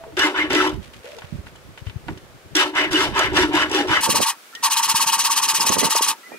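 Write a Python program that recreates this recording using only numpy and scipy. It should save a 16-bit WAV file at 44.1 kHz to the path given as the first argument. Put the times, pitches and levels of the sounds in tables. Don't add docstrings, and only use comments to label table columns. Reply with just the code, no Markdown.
import sys
import numpy as np
from scipy import signal
from scipy.fft import rfft, irfft, next_fast_len
from scipy.io import wavfile
from scipy.ndimage import uniform_filter1d

SR = 44100
rng = np.random.default_rng(int(sys.argv[2]) if len(sys.argv) > 2 else 0)


def rack_gain(trim_db):
    fader = np.asarray(trim_db, float)
    return 10 ** (fader / 20)


def persist_wave(psi):
    counts = np.round(np.clip(psi, -1, 1) * 32767).astype(np.int16)
    wavfile.write(sys.argv[1], SR, np.atleast_2d(counts).T)


N = 281358
TIME = np.arange(N) / SR

FAST_FROM, FAST = 4.008, 3

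# (start [s], release begins after [s], rasp [dB], bench [dB], top tooth rate [Hz])
LANDINGS = [
    (0.168, 0.098, -16.5, -13.5, 1744),
    (0.498, 0.16, -19.5, -10.5, 2003),
    (2.076, 0.012, -54.5, -32.5, 1400),
    (2.549, 0.077, -16.5, -16.5, 1652),
    (2.907, 0.14, -19, -11.5, 1700),
]
# (start [s], release begins after [s], rasp [dB], bench [dB], top tooth rate [Hz])
PUSHES = [
    (3.316, .115, -19, -17.5, 1800),
    (3.692, .11, -22, -14.5, 1650.5),
]
# (start [s], release begins after [s], rasp [dB], bench [dB], top tooth rate [Hz])
PULLS = [
    (0.335, 0.091, -21, -24, 2193),
    (2.732, 0.1, -18, -22.5, 2310),
    (3.12, 0.13, -18, -20.5, 2098),
    (3.508, 0.115, -16.5, -22, 1700),
    (3.87, 0.1, -17, -28, 2016),
]
# (time [s], peak level [dB], top tooth rate [Hz])
QUICK_PUSHES = [(4.029, -12.5, 4718), (4.148, -11.5, 5040), (4.262, -12, 4460), (4.633, -9.5, 4988),
                (4.764, -11, 4305), (4.885, -10.5, 5375), (5.004, -10.5, 4493), (5.122, -10.5, 4490),
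                (5.241, -11, 4696), (5.360, -11, 4700), (5.481, -10.5, 5105), (5.599, -12, 5450),
                (5.715, -11, 5210), (5.835, -11.5, 4810), (5.952, -11.5, 5600), (6.070, -11.5, 4808)]
# (time [s], peak level [dB], top tooth rate [Hz])
QUICK_PULLS = [(4.0016, -17.5, 3064), (4.093, -11, 4963), (4.209, -11, 4400), (4.706, -11, 5990),
               (4.826, -11.5, 6540), (4.950, -10.5, 5615), (5.067, -11, 6393), (5.185, -11.5, 6520),
               (5.304, -11.5, 6338), (5.423, -11.5, 6090), (5.544, -11.5, 6474), (5.660, -11, 6316),
               (5.781, -11.5, 6125), (5.900, -11.5, 6240), (6.018, -10.5, 6494)]
# (frequency [Hz], width [Hz], level [dB])
BENCH_MODES = [(262.3, 46, -6.5), (302.7, 12.4, 6), (371, 18.6, 4), (400, 300, -3.5)]
# (frequency [Hz], width [Hz], level over the dense modes [dB])
BLADE_MODES = [(573.5, 3.7, 6), (628, 8.5, 11), (831, 8.8, 10.5), (956, 78, 6.5), (1106, 20, 2),
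               (1322, 2.1, 9), (1345, 2.2, 13), (1530, 70, 2.5), (1700, 140, 5), (1990, 69, 7.5)]
# (frequency [Hz], width [Hz], level over the dense modes [dB])
EDGE_MODES = [(2923, 45, 9.5), (2995, 63, 9), (3536, 86, 9), (4700, 200, 3), (5600, 140, 13.5),
              (7280, 150, 10.5), (9200, 710, 4.5), (9800, 340, 3), (11050, 210, 9.5)]
# (frequency [Hz], level [dB per Hz])
DENSE_MODES = [(460, -16), (560, -8.5), (720, -13), (900, -4.5), (1400, -6), (2100, -3), (2500, -4),
               (3300, -8), (4200, -13.5), (6500, -23.5), (8200, -27), (12000, -32.5), (14800, -37),
               (16000, -55)]
# (time [s], length [s], frequency [Hz], level [dB])
SINGS = [(0.184, 0.071, 2930, -25), (0.189, 0.038, 1660, -26), (0.221, 0.058, 2070, -25),
         (0.338, 0.021, 1450, -32), (0.384, 0.056, 2140, -21.5), (0.532, 0.089, 2930, -33),
         (0.536, 0.096, 2002, -26), (0.554, 0.091, 1330, -21), (0.644, 0.082, 1350, -32.5),
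         (0.503, 0.14, 3570, -32), (1.858, .045, 3000, -50), (1.776, .03, 2950, -53),
         (2.55, 0.13, 3020, -27.5), (2.567, 0.071, 3700, -27), (2.75, 0.081, 2050, -23),
         (2.761, .05, 1550, -25.5), (2.747, 0.13, 2960, -28), (2.961, 0.047, 1554, -17),
         (2.969, 0.057, 2110, -25), (2.933, 0.056, 2930, -22), (2.997, 0.055, 1340, -29),
         (3.013, 0.067, 628, -26), (3.017, .04, 5600, -31), (3.012, .05, 7280, -36),
         (2.592, 0.055, 5600, -34), (3.391, 0.055, 5600, -34), (3.176, 0.066, 628, -26),
         (3.187, 0.049, 1275, -27), (3.169, .12, 2963, -28), (3.235, 0.055, 2070, -31),
         (3.35, .11, 2980, -33), (3.388, 0.087, 953, -25), (3.54, 0.12, 3010, -25.5),
         (3.545, .05, 699.7, -31), (3.719, 0.13, 2936, -35), (3.74, 0.13, 815, -26.5),
         (3.816, 0.051, 628, -29.5), (3.886, 0.14, 3001, -25), (3.937, 0.053, 2047, -29),
         (3.96, 0.039, 1286, -22.5), (4.634, 0.017, 4570, -18), (4.72, 0.028, 6240, -25),
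         (4.762, 0.019, 3940, -23), (5.073, .03, 6100, -32), (5.196, 0.045, 6200, -26),
         (5.306, 0.033, 6170, -20), (5.433, .03, 6090, -20), (5.553, 0.024, 6280, -26),
         (5.6, .02, 5290, -19), (5.609, 0.019, 2750, -23), (5.68, 0.024, 6300, -16),
         (5.792, 0.037, 6100, -24), (5.913, 0.031, 6200, -26.5), (6.033, 0.032, 6250, -26)]
# (time [s], peak level [dB])
CHATTER = [(.171, -28), (.183, -31), (.192, -16), (.236, -28), (.262, -29), (.283, -39), (.503, -29),
           (.512, -34), (.521, -31), (.530, -21), (.547, -21), (.566, -26), (.648, -33), (.666, -34),
           (.673, -25), (.693, -28.5), (.701, -42), (1.185, -37), (1.557, -43), (2.176, -42), (4.551, -30),
           (2.553, -13), (2.565, -10.5), (2.751, -32), (2.912, -28), (2.920, -23), (2.930, -18),
           (3.023, -22), (3.149, -33), (3.179, -25), (3.191, -14), (3.332, -36), (3.345, -31.5),
           (3.532, -31), (3.552, -23), (3.696, -32), (3.714, -24), (3.727, -28), (3.872, -34), (3.882, -30)]
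# (time [s], peak level [dB], centre [Hz])
TICKS = [(0.038, -24, 880), (0.123, -34, 1000), (0.169, -20, 3120), (0.195, -9.5, 1640), (0.506, -10, 2000),
         (.522, -12.5, 2480), (0.539, -11, 2490), (0.553, -6, 2460), (0.936, -34, 3300), (1.062, -31, 1600),
         (1.12, -35, 3040), (1.185, -27, 890), (1.22, -25.5, 1500), (1.246, -34, 2310),
         (1.468, -27.5, 1530), (1.554, -37, 1200), (1.776, -27.5, 2110), (1.869, -29, 2560),
         (1.897, -28, 2880), (2.084, -18.5, 1600), (2.088, -18, 875), (2.175, -33.5, 3120),
         (2.553, -12, 3160), (2.757, -14, 1800), (2.785, -24, 2032), (2.812, -13, 2196), (2.911, -25, 2501),
         (3.377, -3, 1710),
         (4.529, -46, 5000),
    (4.551, -23, 9000),
]
# (time [s], length [s], level [dB])
BRUSHES = [
    (0.828, 0.078, -54.5),
    (0.937, 0.072, -56),
    (1.04, 0.36, -56),
    (1.47, .025, -56),
    (1.788, 0.027, -57.5),
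    (1.866, .04, -57),
    (2.083, 0.05, -56),
]
# (time [s], peak level [dB])
JOLTS = [(0.129, -33.5), (0.175, -27), (0.24, -13), (0.39, -19), (0.439, -17), (0.538, -22), (1.326, -41),
         (2.088, -22.5), (2.558, -10.5), (2.637, -30), (2.73, -23), (2.863, -15), (2.937, -9), (3.035, -23),
         (3.19, -28), (3.272, -23), (3.322, -22), (3.373, -18), (3.44, -12.5), (3.486, -18.5), (3.54, -10),
         (3.639, -19), (3.725, -16.5), (3.766, -15), (3.803, -15), (3.918, -15)]
# (time [s], peak level [dB])
JOLTS_FAST = [(4.035, -11), (4.062, -9.5), (4.094, -22), (4.132, -24), (4.155, -10.5), (4.209, -21),
              (4.267, -28), (4.284, -19), (4.631, -16), (4.64, -17), (4.675, -12.5), (4.708, -14),
              (4.764, -14), (4.798, -7), (4.885, -15), (4.915, -14), (4.949, -8), (5.006, -8.5),
              (5.073, -15.5), (5.094, -25), (5.13, -13), (5.154, -15), (5.237, -18), (5.277, -14),
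              (5.306, -14), (5.347, -19), (5.381, -27), (5.401, -9.5), (5.463, -18.5), (5.483, -21),
              (5.541, -29), (5.581, -40), (5.599, -11), (5.642, -10.5), (5.695, -21), (5.718, -21),
              (5.768, -14), (5.791, -27), (5.816, -19), (5.84, -21), (5.955, -22), (5.995, -8.5),
              (6.075, -19.5), (6.12, -23.5)]
# (time [s], level [dB])
BREEZE = [(0, -47), (.75, -46), (1.1, -55.5), (1.4, -45), (1.7, -47.5), (2.5, -49), (2.65, -54), (2.9, -48),
          (4, -40), (4.22, -29.5), (4.3, -88), (4.6, -55), (4.96, -44.5), (5.35, -46), (5.8, -43),
          (5.89, -41.5), (5.93, -46), (6.2, -58)]
# (time [s], length [s], level [dB], left minus right [dB])
GUSTS = [(0.24, 0.069, -42, -23), (0.524, 0.22, -33.5, -23), (0.749, 0.22, -28.5, -11),
         (1.356, 0.098, -27, -7), (1.89, 0.04, -34, 8), (1.957, 0.14, -41, 15), (2.093, 0.086, -28, 0.5),
         (2.524, 0.055, -39, 16), (2.875, 0.15, -30.5, -11), (3.084, 0.26, -28, -13.5),
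         (3.36, 0.59, -27.5, -16), (3.614, 0.16, -51, -15), (3.915, 0.38, -36.5, -6.5),
         (4.083, 0.08, -21, -19), (4.149, 0.018, -18, 6), (4.2, 0.039, -19.5, -17), (5.692, 0.24, -31, -54),
         (5.841, 0.056, -15.5, -18), (5.77, 0.092, -24.5, -22.5), (5.956, 0.035, -27, 8),
         (6.015, 0.058, -42, 6), (6.077, 0.12, -36.5, 2.5), (6.327, 0.11, -34.5, -5)]
# (frequency [Hz], level [dB per Hz])
WIND_SPECTRUM = [(8, -70), (22, -12), (40, -3.5), (70, 2), (130, 0), (220, -5.5), (400, -11.5), (900, -87)]
# (time [s], peak level [dB], frequency [Hz], left minus right [dB])
PUFFS = [(1.24, -32, 114, -25), (1.324, -21.5, 173, -23), (1.346, -26, 137, -17), (1.388, -24.5, 79.5, -6),
         (1.817, -29.5, 107, 23), (1.866, -20.5, 85.4, 18), (1.958, -20, 106.3, 19), (4.203, -10, 557, -37),
         (4.941, -27.5, 166, -13), (5.06, -37, 150, -9), (5.605, -30, 330, -16), (5.669, -23, 490.2, -8),
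         (5.715, -26.5, 250, -16), (5.768, -16, 409.8, -23), (5.777, -22.5, 228.6, -8),
         (5.792, -34, 330, -7), (5.843, -14, 400, -23), (5.953, -13, 590, -10), (6.008, -18, 421.3, -5.5),
         (6.319, -26, 654, -11), (6.345, -31, 390, 3)]
# (time [s], length [s], first [Hz], last [Hz], level [dB])
COOS = [(-.05, 0.092, 692, 658, -44), (0.035, 0.042, 660, 655, -43), (0.053, 0.045, 420, 447, -42),
        (1.034, 0.039, 440, 498, -43), (1.045, 0.13, 528, 616, -46), (1.14, 0.077, 425, 488, -44),
        (1.224, 0.17, 587, 577, -55), (2.308, 0.13, 446.5, 442.5, -71.5), (4.446, 0.034, 1326, 1345, -70),
        (4.525, 0.019, 1331, 1385, -41), (4.53, 0.055, 1700, 1896, -42), (5.756, 0.035, 1894, 1900, -34.5),
        (5.813, 0.029, 1990, 2015, -33), (6.226, 0.06, 1896, 2034, -42.5), (6.22, 0.029, 1350, 1346, -52),
        (6.345, .035, 1380, 1390, -52), (6.3, 0.065, 1724, 1950, -44.5), (6.318, 0.04, 2380, 2410, -38.5)]
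# (frequency [Hz], level [dB per Hz])
AIR = [(88, -41), (150, -35), (398, -2.5), (439, -11), (484, -3), (759, -9.5), (821, -9), (1020, -10.5),
       (1190, -9), (2140, -13), (16000, -29.5)]
# (frequency [Hz], level [dB per Hz])
AIR_FAST = [(60, -62), (115, -26), (262, -2), (1090, -3), (1310, 5), (1510, 0), (1660, 3), (1860, -4),
            (2250, -1), (3760, -4.5), (16000, -12.5)]
# (frequency [Hz], left-right likeness [0-1])
AIR_LIKENESS = [(150, 1), (500, 0.85), (1200, 0.097), (16000, 0)]

# (level at the touch [dB], rise as share of the hold, bright share [dB],
# bench drift [dB per s], share of the hold at top speed)
LANDING, PUSH, PULL = (-10.5, 0.75, -2.5, -51, 0.33), (-24, 0.5, -3, 28, 0.9), (-21, 0.41, -10.5, 1, 1.1)
QUICK_PUSH, QUICK_PULL = (-22, 0.4849, -3, 2, 0.51), (-24, 0.44, -3.5, -23, 0.19)
QUICK_LEAD, QUICK_HELD, LAST_LINGERS = .03, .13, 0.019
QUICK_CREST_DB, QUICK_BENCH_DB = -6, (0.5, -2)

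RISE_BEND = 1.5
SAG_DB, RELEASE_DB_PER_S = -4, -270
BENCH_FOLLOWS, BRIGHT_FOLLOWS = 0.38, 1.47
BENCH_RESTS_S, BENCH_REST_DB_PER_S = 0.073, -200
BENCH_LUMPS_DB = 2.5
BITE_DB, BITE_S = -4, 0.035
LANDING_BITE_DB, LANDING_BITE_S, HARD_TOUCH_DB = 6, 0.035, -16
HARDER_FROM, HARDER_DB, HARDER_DB_PER_S = 2, 5, 2.5
SPEED_SPAN_S, SLOWEST = .062, .45
TOOTH_HZ = (600, 2450)
RIDE_DB, JITTER = -7., .12
SPOTS, TEETH_PER_TURN = 3, 160
SWELL, TOP_HZ = .7, 16300
FAST_DULL_HZ = 15100


def evened(x):
    return x / np.sqrt(np.mean(x ** 2) + 1e-20)


def wavering(shape, samples):
    return evened(uniform_filter1d(rng.standard_normal(shape), samples))


def read(points, hz):
    f, value = np.transpose(points)
    return np.interp(np.log(hz + 1), np.log(f + 1), value)


def add(mix, s, sound):
    start = round(s * SR)
    sound = sound[..., max(-start, 0):]
    part = mix[..., max(start, 0):][..., :sound.shape[-1]]
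    part += sound[..., :part.shape[-1]]


def coloured(x, points, speed=1):
    size = next_fast_len(N)
    gain = rack_gain(read(points, np.fft.rfftfreq(size, 1 / SR) / speed))
    return evened(irfft(rfft(x, size) * gain, size)[..., :N])


def filing(body):
    out = np.zeros((2, N))
    change = round(FAST_FROM * SR)
    slow = (1, slice(0, change), slow_controls())
    fast = (FAST, slice(change, N), fast_controls())
    for speed, span, (gains, rate) in (slow, fast):
        along = np.cumsum(rate[span]) / SR / TEETH_PER_TURN
        drives = [teeth(rate[span], speed) * np.cos(np.pi * (along + k / SPOTS)) for k in range(SPOTS)]
        drives = np.array(drives)[:, None]
        sound = 0
        for gain, part in zip(gains, body):
            sound = sound + signal.oaconvolve(drives * gain[span], ring(*part, speed), axes=2).sum(0)
        small = signal.butter(4, 285.5 * speed, "high", fs=SR, output="sos")
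        if speed > 1:
            small = np.r_[small, signal.butter(1, FAST_DULL_HZ, fs=SR, output="sos")]
        out[:, span] = rack_gain(-2.5) * signal.sosfilt(small, sound)[:, :drives.shape[2]]
    return out


def teeth(rate, speed, grit_db=0., spread_db=5.0):
    count = len(rate)
    wobble, depth, bite = (wavering(count, samples // speed) for samples in (90, 120, 500))
    turns = np.cumsum(rate / SR * (1 + JITTER * np.clip(wobble, -1.8, 1.8)))
    ride = depth * np.cos(2 * np.pi * turns)
    hits = np.diff(np.floor(turns), prepend=0) * rng.standard_normal(count)
    chips = (rng.random(count) < 2500 * speed / SR) * rng.choice([-1., 1.], count)
    chips *= rack_gain(spread_db * np.minimum(rng.exponential(1, count), 4))
    contact = evened(hits) + rack_gain(grit_db) * evened(chips) + rack_gain(RIDE_DB) * evened(ride)
    return evened(contact * rack_gain(1.8 * bite))


def slow_controls():
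    ways = ((LANDINGS, LANDING), (PUSHES, PUSH), (PULLS, PULL))
    return controls([(*row, *way) for rows, way in ways for row in rows], 1)


def fast_controls():
    starts = np.array(QUICK_PUSHES + QUICK_PULLS)[:, 0]
    ways = zip((QUICK_PUSHES, QUICK_PULLS), (QUICK_PUSH, QUICK_PULL), QUICK_BENCH_DB)
    strokes = []
    for rows, way, bench_db in ways:
        for s, peak_db, hz in rows:
            last = not np.any((starts > s) & (starts < s + QUICK_HELD))
            held = QUICK_HELD + LAST_LINGERS * last
            db = peak_db + QUICK_CREST_DB
            strokes.append((s - QUICK_LEAD / FAST, held, db, db + bench_db, hz, *way))
    return controls(strokes, FAST)


def controls(strokes, speed):
    gains, rate = np.zeros((3, N)), np.full(N, 1000. * speed)
    lead = np.full(N, -200.)
    for s, held, rasp_db, bench_db, top_hz, touch_db, rise, bright_db, drift, fastest in strokes:
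        on = slice(round(s * SR), min(round((s + .45 / speed) * SR), N))
        t = (TIME[on] - s) * speed
        after = np.maximum(t - held, 0)
        db = touch_db * np.maximum(1 - t / (max(rise, .05) * held), 0) ** RISE_BEND
        db += SAG_DB * np.minimum(t / held, 1) ** 2 + RELEASE_DB_PER_S * after

        bench = bench_db + BENCH_FOLLOWS * db + drift * np.minimum(t, held)
        bench += BENCH_REST_DB_PER_S * np.maximum(t - held - BENCH_RESTS_S, 0)

        bright = rasp_db + bright_db + BRIGHT_FOLLOWS * db + BITE_DB * np.exp(-t / BITE_S)
        if s > HARDER_FROM:
            bright += HARDER_DB + HARDER_DB_PER_S * (s - 3.2) * (speed == 1)
        if touch_db > HARD_TOUCH_DB:
            bright += LANDING_BITE_DB * np.exp(-t / LANDING_BITE_S)
        gains[:, on] += rack_gain([bench, rasp_db + db, bright])

        hand = SLOWEST + (1 - SLOWEST) * np.exp(-((t - fastest * held) / SPEED_SPAN_S) ** 2)
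        tooth_hz = np.clip(top_hz * hand, *np.multiply(TOOTH_HZ, speed))
        rate[on] = np.where(rasp_db + db > lead[on], tooth_hz, rate[on])
        lead[on] = np.maximum(lead[on], rasp_db + db)
    gains[0] *= rack_gain(BENCH_LUMPS_DB * wavering(N, 900 // speed) - 6.0)
    return gains, rate


def steel(count=180, width_hz=1.6, loss=0.013, knee_hz=745.0, bright_hz=3510.0, dense_db=1.0):
    hz = np.geomspace(470, 15900, count) * rng.uniform(1.0, 1.01, count)
    dense = np.c_[hz, width_hz + loss * hz, read(DENSE_MODES, hz) + dense_db]
    named = np.array(BLADE_MODES + EDGE_MODES, float)
    named[:, 2] += read(DENSE_MODES, named[:, 0])
    blade = np.r_[named, dense]
    high = 1 / (1 + (bright_hz / blade[:, 0]) ** 5)
    parts = [np.array(BENCH_MODES, float)]
    for share in (1 - high, high):
        parts.append(blade + np.outer(10 * np.log10(share + 1e-9), [0, 0, 1]))
    out = []
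    for modes in parts:
        common, apart, strength = rng.standard_normal((3, SPOTS, 1, len(modes)))
        waves = modes[:, 0] / knee_hz
        gap = 0.63 * waves + apart * np.minimum(waves, 2.8) ** 2 * 0.2
        strength = (strength - strength.mean(0)) * np.minimum(waves, 1)
        out.append((modes, (9 * common + gap * [[1], [0]], strength)))
    return out


def ring(modes, phases, speed, spot_db=-0.5):
    hz, width, db = np.transpose(modes)[:, :, None]
    t = np.arange(3072 // speed) / SR * speed
    size = rack_gain(db) * width * np.exp(-np.pi * width * t) * (1 - np.exp(-(hz * t / SWELL) ** 2))
    each = size * (hz * speed < TOP_HZ) * np.exp(2j * np.pi * hz * t)
    turn, strength = phases
    got = rfft(((np.exp(1j * turn) * rack_gain(spot_db * strength)) @ each).imag)
    meant = uniform_filter1d(rack_gain(2 * spot_db * strength) @ abs(rfft(each.imag)) ** 2, size=11)
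    even = np.sqrt(meant / (uniform_filter1d(abs(got) ** 2, size=11) + 1e-20))
    h = irfft(got * even, len(t)) / np.sqrt((size ** 2).sum() / 2)
    tail_t = np.arange(4000 // speed) / SR * speed
    shop = rng.standard_normal((1, 2, len(tail_t))) * rack_gain(-60 * tail_t / 0.078)
    shop *= rack_gain(-13.5) / np.linalg.norm(shop[0, 0])
    shop[..., 0] = 1
    return signal.fftconvolve(h, shop, axes=2)


def singing(lag=2):
    shake, flutter = wavering(N, 200), wavering(N, 200)
    out = np.zeros(N)
    for s, length, hz, db in SINGS:
        on = slice(round(s * SR), round((s + length) * SR))
        turns = np.cumsum(hz * (1 + 0.013 * shake[on])) / SR
        add(out, s, rack_gain(db) * np.sin(2 * np.pi * turns) * np.hanning(on.stop - on.start))
    out *= rack_gain(6.5 * np.clip(flutter, -2, 1.5))
    return np.array([out, np.roll(out, round(lag))])


def chatter(body):
    t, taps = np.arange(200) / SR, np.zeros(N)
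    for s, db in CHATTER:
        add(taps, s, rack_gain(db + 5.5) * rng.standard_normal(len(t)) * np.exp(-t / 0.0024))
    short_waves = signal.butter(2, 3480, "high", fs=SR, output="sos")
    h = signal.sosfilt(short_waves, ring(*body[2], 1)[1])
    return signal.oaconvolve(taps[None], h / np.linalg.norm(h[0]), axes=1)[:, :N]


def ticks(body):
    h = ring(*body[1], 1)[0] + rack_gain(2.0) * ring(*body[2], 1)[0]
    taps, t = np.zeros(N), np.arange(300) / SR
    for s, db, hz in TICKS:
        tap = np.sin(2 * np.pi * hz * t) * np.exp(-t * hz * 2.4)
        add(taps, s, rack_gain(db + 1.5) * tap * np.sqrt(hz / 2000))
    taps = signal.sosfilt(signal.butter(2, 7140, fs=SR, output="sos"), taps)
    return rack_gain(5.0) * taps + signal.oaconvolve(taps[None], h, axes=1)[:, :N]


def brushing():
    rub, rise_s = np.zeros(N), 0.013
    for s, length, db in BRUSHES:
        t = TIME - s
        gate = np.interp(t, [-rise_s, 0, length, length + rise_s], [0, 1, 1, 0])
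        rub += rack_gain(db - 9.5 * t / length) * gate
    grains = rng.standard_normal((2, N)) * rack_gain(4.1 * wavering(N, 120))
    colour = [(700, -6.0), (1600, 2.5), (2800, 3.5), (5000, -4.5), (12000, -14.0), (16000, -30)]  # (Hz, dB)
    return rack_gain(10.5) * rub * coloured(grains, colour)


def jolts(body):
    out = np.zeros((2, N))
    shake_hz, shake_s = 311.3, 0.02891
    for speed, rows in ((1, JOLTS), (FAST, JOLTS_FAST)):
        t = np.arange(0, shake_s, speed / SR)
        shake = np.sin(np.pi * t / shake_s) ** 2 * np.sin(2 * np.pi * shake_hz * t)
        h = signal.fftconvolve(ring(*body[0], speed)[0], shake[None], axes=1)
        h /= abs(h).max()
        for s, db in rows:
            add(out, s - shake_s / 2 / speed, rack_gain(db - 5) * rng.choice([-1, 1]) * h)
    return out


def wind():
    out = np.zeros((2, N))
    flutter = signal.butter(5, 200, "high", fs=SR, output="sos")
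    for speed in (1, FAST):
        lumps = rack_gain(5.03 * wavering((2, N), 1500 // speed))
        gust = coloured(rng.standard_normal((2, N)) * lumps, WIND_SPECTRUM + [(16000, -92)], speed)
        gust[1] += 0.72 * signal.hilbert(gust[0], next_fast_len(N))[:N].imag
        gust = np.where(TIME > 5.9, signal.sosfilt(flutter, gust), gust)
        out += gust * rack_gain(-4.5) * gusting(speed)
    return out


def gusting(speed):
    t = TIME[::64]
    half = np.array([[.5], [-.5]])
    power = rack_gain(np.interp(t, *np.transpose(BREEZE)) + 0.5 * half) ** 2
    for s, length, db, pan_db in GUSTS:
        u = (t - s) / length
        sides = rack_gain(np.clip(pan_db, -20, 20) * half)
        sides /= np.linalg.norm(sides)
        level = rack_gain(db - 24.5 * np.where(u < 0, -u / 0.57, u))
        power = power + 2 * (level * sides) ** 2
    gains = np.array([np.interp(TIME, t, np.sqrt(2 * p)) for p in power])
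    return gains * ((TIME >= FAST_FROM) == (speed > 1))


def puffs():
    out = np.zeros((2, N))
    for s, db, hz, pan_db in PUFFS:
        u = np.arange(-1.2 * SR / hz, 2.5 * SR / hz) * hz / SR
        shape = np.exp(-(u / np.where(u < 0, .35, .8)) ** 2)
        pop = -np.sin(2 * np.pi * u) * shape
        pop -= shape * pop.sum() / shape.sum()
        pop = signal.sosfilt(signal.butter(3, 0.5 * hz, "high", fs=SR, output="sos"), pop)
        share = 1 / (1 + rack_gain(-pan_db))
        add(out, s - 0.83 / hz, rack_gain(db + 6.5) * np.outer([share, 1 - share], pop))
    return out


def doves():
    notes = np.zeros(N)
    for s, length, first_hz, last_hz, db in COOS:
        u = np.linspace(0, 1, round(length * SR))
        hz = last_hz + (first_hz - last_hz) * (1 - u) ** 2
        add(notes, s, rack_gain(db) * np.sin(2 * np.pi * np.cumsum(hz) / SR) * signal.windows.tukey(len(u), .6))
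    notes *= rack_gain(4.8 * wavering(N, 300))
    yard = rng.standard_normal((2, 5000)) * rack_gain(-60 * np.arange(5000) / SR / 0.49)
    yard /= np.linalg.norm(yard[0])
    return notes + rack_gain(-0.5) * signal.oaconvolve(notes[None], yard, axes=1)[:, :N]


def air():
    a, b = rng.standard_normal((2, N))
    size = next_fast_len(N)
    same = np.clip(read(AIR_LIKENESS, np.fft.rfftfreq(size, 1 / SR)), 0, 1)
    right = irfft(same * rfft(a, size) + np.sqrt(1 - same ** 2) * rfft(b, size), size)[:N]
    pair = np.array([a, right])
    slow = rack_gain(-49) * coloured(pair, AIR)
    fast = rack_gain(-46) * coloured(pair, AIR_FAST)
    return np.where(TIME < FAST_FROM, slow, fast)


def scene():
    body = steel()
    strokes = filing(body) * rack_gain([[.4], [-.4]])
    contacts = singing() + chatter(body) + ticks(body) + brushing() + jolts(body)
    return strokes + contacts + wind() + puffs() + doves() + air()


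def band_limit(x):
    return signal.sosfilt(signal.butter(12, 16650, fs=SR, output="sos"), x)


def record(dry):
    ceiling = .9
    soft = ceiling * np.tanh(dry / ceiling)
    mix = signal.oaconvolve(soft, signal.firwin(511, 15750, fs=SR)[None], "same")
    return band_limit(mix)


dry = scene()
out = record(dry)
persist_wave(out)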